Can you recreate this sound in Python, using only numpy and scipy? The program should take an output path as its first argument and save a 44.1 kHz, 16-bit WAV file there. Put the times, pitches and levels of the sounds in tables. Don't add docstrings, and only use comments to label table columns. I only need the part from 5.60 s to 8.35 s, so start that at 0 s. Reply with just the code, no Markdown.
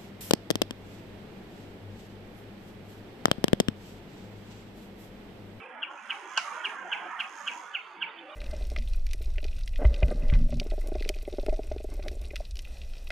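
import sys
import numpy as np
from scipy import signal
from scipy.fft import rfft, irfft
from scipy.io import wavfile
from scipy.ndimage import uniform_filter1d, map_coordinates

SR = 44100
rng = np.random.default_rng(int(sys.argv[2]) if len(sys.argv) > 2 else 0)


def materialize(psi):
    bounded = np.clip(np.atleast_2d(psi).T, -1, 1)
    quanta = np.round(bounded * 32767).astype(np.int16)
    wavfile.write(sys.argv[1], SR, quanta)


N = 121275
T = np.arange(N) / SR


def chip(start, top_hz, roughness, held, fall_to):
    lead_s, onset_s, swell_s, length_s, release_s = .0045, .004, .0042, .026, .00057
    fall_s, voice_fade_s, fundamental_fade_s = .01642, .0055, .012
    t = T - start
    after = np.maximum(t, 0)
    flat = .067 * np.clip(-t / (2 * lead_s), 0, 1) ** 2
    contour = fall_to + (1 - fall_to) * np.exp(-after / fall_s) - flat
    pitch_hz = top_hz * contour * (1 + .011 * walk(900))
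    turn = np.exp(2j * np.pi * np.cumsum(pitch_hz) / SR)
    gate = np.exp(np.minimum(t + lead_s, 0) / onset_s - np.maximum(t - length_s, 0) / release_s)
    lead = 1 - np.clip(t / swell_s, 0, 1) ** 2
    fade = held + (1 - held) * np.exp(-np.maximum(t - swell_s, 0) / voice_fade_s)
    second = undb(-16 * lead) * fade
    fundamental = undb(-19.5) * np.exp(-after / fundamental_fade_s)
    rasp = 1 + (roughness + .55 * lead) * (walk(1400) + 1j * walk(1400)) / np.sqrt(2)
    return gate * np.imag(rasp * (fundamental * turn + second * turn ** 2))


def snipe():
    # start_s, gain_db, top_pitch_hz, pan_db, echo_db, roughness, held_share, fall_to_ratio
    chips = [(0.2266, -27, 1581, 2, -18, 0.35, 0.19, 0.63), (0.5, -27.5, 1606, -3, -14.5, 0.77, 0.29, 0.59),
             (0.7713, -22.5, 1584, -3, -19, 0.31, .14, .61),
             (1.0482, -24.5, 1604, -3, -11.5, 0.25, 0.26, .6),
             (1.3233, -24.5, 1587, -2.5, -10.5, 0.48, 0.17, 0.56),
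             (1.5992, -25, 1556, -3, -8, 0.42, 0.17, .6), (1.874, -24, 1574, -3, -6.5, 0.3, 0.18, .62),
             (2.147, -23.5, 1578, -3.5, -9, 0, 0.2, 0.59), (2.42, -24.5, 1601, -4, -9.5, 0.2, 0.32, 0.59)]
    # frequency_hz, gain_db
    throat = [(700, -25.5), (1400, 5.5), (2000, -1), (2300, -1.5), (2550, -2.5), (2780, 1.5), (3050, 0.5),
              (3300, 4.5), (3550, -18), (3900, -19.5), (6000, -49.5)]
    # frequency_hz, gain_db
    echo_path = [(1400, 2), (2200, -3.5), (2600, 11), (2900, -22.5), (3400, -5)]
    ground_s, tail_t60_s, echo_s, echo_spread_s = .00433, .28, .043, .006
    direct = far = 0
    for start, db, top_hz, pan_db, echo_db, *voice in chips:
        call = undb(db) * pan(pan_db) * chip(start, top_hz, *voice)
        direct = direct + call
        far = far + call * undb(echo_db)
    direct = colour(direct, throat)
    far = colour(colour(far, throat), echo_path)
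    ground = np.array([np.interp(T - ground_s, T, side) for side in direct])
    t = T[:SR // 2]
    tail = scatter(direct, np.exp(-np.log(1000) * t / tail_t60_s))
    echo = scatter(far, np.exp(-.5 * ((t - echo_s) / echo_spread_s) ** 2))
    return direct + ground + undb(-5) * tail + echo


def clicks():
    # start_s, gain_db
    events = [(0.228, -66), (.504, -58), (1.052, -51.5), (1.33, -58), (1.601, -51), (1.878, -53.5),
              (2.425, -69)]
    # frequency_hz, density_db
    spectrum = [(2000, -5.5), (3800, 11), (6000, 0), (9000, -5), (12000, -11), (14000, -15)]
    decay_s, wash_s = .006, .028
    bursts = 0
    for start, db in events:
        age = abs(T - start)
        bursts += undb(db) * (T > start) * (np.exp(-age / decay_s) + undb(-3) * np.exp(-age / wash_s))
    return bursts * unit(colour(rng.standard_normal((2, N)), spectrum))


def knock():
    # pitch_hz, gain_db, t60_s, pan_db
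    modes = [(744, -36, 0.034, -7), (900, -22.5, 0.036, 10), (1072, -21.5, 0.054, 2),
             (1220, -30.5, 0.038, -6), (1551, -18.5, 0.045, -9), (4430, -22, 0.0097, 19),
             (5650, -31, 0.0066, -15)]
    # frequency_hz, density_db
    spectrum = [(150, -37), (900, -15), (3000, -5), (4500, 5), (5800, 3.5), (7500, -5.5), (11000, -21.5),
                (14000, -34)]
    start_s, body_rise_s, crack_rise_s = .7762, .00097, .00058
    crack_s, tail_s, wash_s = .00042, .005, .043
    t = np.maximum(T - start_s, 0)
    body = sum(undb(db) * pan(pan_db) * ring(t, hz, t60) for hz, db, t60, pan_db in modes)
    body *= 1 - np.exp(-t / body_rise_s)
    rise = np.exp(np.minimum(T - start_s, 0) / crack_rise_s)
    decay = np.exp(-t / crack_s) + undb(-16) * (np.exp(-t / tail_s) + np.exp(-t / wash_s))
    noise = unit(colour(rng.standard_normal((2, N)), spectrum))
    return body + undb(-23.5) * rise * decay * noise


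def lens_motor():
    # time_s, level_db
    level = [(0, -97.5), (.27, -102), (.31, -69), (.6, -64), (.85, -56.5), (1.0, -62.5), (1.17, -68),
             (1.3, -64.5), (1.58, -73), (1.7, -63), (1.82, -59.5), (1.95, -56.5), (2.08, -64.5), (2.2, -74),
             (2.33, -77), (2.45, -91), (2.75, -86)]
    # pitch_hz, gain_db, t60_s
    modes = [(5390, 1, 0.014), (6460, 14.5, 0.008), (6690, -0.5, 0.011), (8800, -17, 0.0043)]
    step_hz, first_s, peak_s, push_s, rebound_s, blur_s = 100, .0035, .0016, .0007, .0018, .012
    spread_db, weak_db, swell_db = 1.2, -1.8, 1.3
    step, along = np.divmod((T - first_s) * step_hz + 2, 1)
    step = step.astype(int)
    from_peak = along / step_hz - peak_s
    size = undb(spread_db * rng.standard_normal(step.max() + 1)[step] + weak_db * (1 - step % 2))
    push = np.exp(-abs(from_peak) / push_s)
    rebound = undb(-3) * np.exp(-abs(from_peak - rebound_s) / push_s)
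    contact = size * (push + rebound) * (rng.standard_normal(N) + .36 * rng.standard_normal((2, N)))
    t = T[:SR // 20]
    housing = sum(undb(db) * ring(t, hz, t60) for hz, db, t60 in modes)
    ticks = signal.fftconvolve(contact, housing[None], axes=1)[:, :N]
    blurred = ticks + undb(-3) * scatter(ticks, np.exp(-t / blur_s))
    return unit(blurred * undb(swell_db * walk(16))) * undb(curve(level)) * pan(db=-8.5)


def wind():
    # frequency_hz, density_db
    spectrum = [(30, -47), (70, -22), (120, -37.5), (185, -10), (260, -13.5), (350, -9.5), (470, -10),
                (620, -6.5), (900, 4.5), (1500, 2.5), (2000, -5), (3050, -12.5), (3400, -14.5),
                (3750, -43.5), (6000, -60)]
    # time_s, low_db, middle_db, high_db
    gusts = [(0, 1, -6, 1), (.3, 1.5, -1, -3), (.68, 3.5, -1.5, 2), (.95, 2.5, 4.5, 3.5),
             (1.2, 5, 0.5, 1.5), (1.46, 3.5, 6, 5), (1.57, 2, 1.5, 0.5), (1.75, 1, 2, -0.5),
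             (1.98, 1.5, 0, 2.5), (2.1, -6, -4.5, -3), (2.35, -3.5, -5.5, -3.5), (2.48, 3.5, -3, -0.5),
             (2.6, -4, -10, 3), (2.75, -2, -5.5, -3.5)]
    # frequency_hz, pan_db
    sides = [(200, -1), (650, 1), (1200, -5.5), (2300, -9.5), (4000, -4.5)]
    flicker_db, flicker_hz = 1.4, 13.88
    hz = np.fft.rfftfreq(N, 1 / SR)
    air = rfft(unit(colour(whirl(), spectrum)))
    courses_db = [curve(gusts, column=k) for k in (1, 2, 3)]
    corners_hz = [500, 900, 1400, 2400]
    zones = [1, 0, 0, 0], [0, 1, 1, 0], [0, 0, 0, 1]
    out = 0
    for centre in 25 * 2 ** (np.arange(27) / 3):
        octaves_off = abs(np.log2((hz + 1e-9) / centre))
        band = irfft(air * np.maximum(1 - 3 * octaves_off, 0), N)
        gust_db = sum(np.interp(centre, corners_hz, zone) * db for zone, db in zip(zones, courses_db))
        out = out + band * undb(gust_db + flicker_db * walk(flicker_hz)) * pan(at_hz(sides, centre))
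    return undb(-43.5) * out


def whirl():
    width_hz, rate_hz = 65, 15
    mid, side = rng.standard_normal((2, N))
    noise = mid + undb(-9) * side * np.array([[1], [-1]])
    hz, times, cells = signal.stft(noise, SR, nperseg=2048, noverlap=1536)
    place = np.meshgrid(hz / width_hz, times * rate_hz, indexing="ij")
    swell = map_coordinates(rng.standard_normal((400, 64)), place, order=3, mode="mirror")
    limit_db = 11 + 5.2 * np.exp(-(hz[:, None] / 600) ** 2)
    cells *= undb(limit_db * np.tanh(swell / 2))
    return signal.istft(cells, SR, nperseg=2048, noverlap=1536)[1][:, :N]


def wind_edge():
    # frequency_hz, density_db
    spectrum = [(2800, -8), (3450, 5), (3750, -5), (4000, -12), (4300, -5), (4600, -1.5), (4900, -14),
                (5400, -35.5)]
    # time_s, level_db
    level = [(0, -105), (2.08, -73.5), (2.17, -60), (2.27, -63.5), (2.39, -73), (2.43, -59), (2.52, -63.5),
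             (2.64, -69.5), (2.7, -66), (2.75, -75)]
    return unit(colour(whirl(), spectrum)) * undb(curve(level) + 2 * walk(24.7))


def hiss():
    # frequency_hz, density_db
    spectrum = [(2500, -10.5), (3800, 7.5), (4500, -3.5), (5200, 4.5), (5800, -0.5), (7000, -3.5),
                (9000, -2), (11200, -4.5), (12300, -37), (14200, -35)]
    # time_s, level_db
    level = [(0, -72), (.18, -80.5), (.34, -76.5), (.55, -60.5), (.73, -74.5), (.8, -56.5), (.95, -61),
             (1.02, -67.5), (1.1, -57), (1.19, -72.5), (1.29, -78), (1.36, -66.5), (1.56, -72.5),
             (1.62, -62), (1.72, -70.5), (1.9, -64.5), (2.08, -72), (2.25, -79), (2.55, -84.5), (2.75, -75)]
    noise = unit(colour(rng.standard_normal((2, N)), spectrum))
    return noise * undb(curve(level) + 2 * walk(190)) * pan(db=3.5)


def wind_tones():
    # start_s, length_s, from_hz, to_hz, level_db
    tones = [(-.04, 0.21, 382, 609, -48.5), (.6, 0.092, 422.5, 322, -47.5), (2.29, 0.17, 385.6, 330.5, -55),
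             (2.52, 0.22, 347, 303, -52.5), (2.6, 0.21, 496, 677, -47)]
    return glides(tones, unsteady=.06, blurred=.25)


def far_birds():
    # start_s, length_s, from_hz, to_hz, level_db
    peeps = [(-.015, 0.101, 2630, 2470, -47.5), (.355, 0.05, 2520, 2500, -45.5),
             (2.48, 0.038, 3560, 3620, -52.5), (2.565, 0.055, 3070, 3050, -49.5),
             (2.565, 0.058, 3450, 3500, -52), (2.675, 0.12, 3040, 2690, -50),
             (2.68, 0.067, 3530, 3600, -52)]
    return glides(peeps, unsteady=.025, blurred=.65) * pan(db=-6)


def glides(rows, unsteady, blurred):
    out, waver = 0, 1 + unsteady * walk(120)
    blur = np.sqrt(1 - blurred) + np.sqrt(blurred / 2) * (walk(170) + 1j * walk(170))
    for start, length, from_hz, to_hz, db in rows:
        along = np.clip((T - start) / length, 0, 1)
        hz = (from_hz + (to_hz - from_hz) * along) * waver
        out = out + undb(db) * np.sin(np.pi * along) * np.exp(2j * np.pi * np.cumsum(hz) / SR)
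    return np.imag(out * blur)


def scatter(x, envelope):
    n = len(envelope)
    field = unit(envelope * (rng.standard_normal(n) + 1.3 * rng.standard_normal((2, n)))) / np.sqrt(n)
    return signal.fftconvolve(x, field, axes=1)[:, :N]


def undb(db):
    return 10 ** (np.asarray(db) / 20)


def unit(x):
    return x / np.sqrt(np.mean(x ** 2))


def curve(rows, column=1):
    rows = np.array(rows)
    return np.interp(T, rows[:, 0], rows[:, column])


def at_hz(rows, hz):
    rows = np.array(rows)
    return np.interp(np.log(hz + 1e-9), np.log(rows[:, 0]), rows[:, 1])


def colour(x, rows):
    return irfft(rfft(x) * undb(at_hz(rows, np.fft.rfftfreq(N, 1 / SR))), N)


def pan(db):
    return undb(np.array([[db], [-db]]) / 2)


def walk(rate_hz):
    hold = int(SR / rate_hz)
    levels = rng.standard_normal(400)[:N // hold + 1]
    steps = np.resize(np.repeat(levels, hold), N)
    return unit(uniform_filter1d(uniform_filter1d(steps, hold), hold))


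def ring(t, hz, t60):
    return np.sin(2 * np.pi * hz * t) * np.exp(-np.log(1000) * t / t60)


def scene():
    distant = wind_tones() + far_birds()
    return snipe() + clicks() + wind() + distant + hiss() + wind_edge() + lens_motor() + knock()


def record(dry):
    low_cut_hz, top_hz = 144, 14450
    thinned = signal.sosfilt(signal.butter(3, low_cut_hz, "high", fs=SR, output="sos"), dry)
    return signal.sosfilt(signal.ellip(8, .2, 70, top_hz, fs=SR, output="sos"), thinned)


dry = scene()
out = record(dry)
materialize(out)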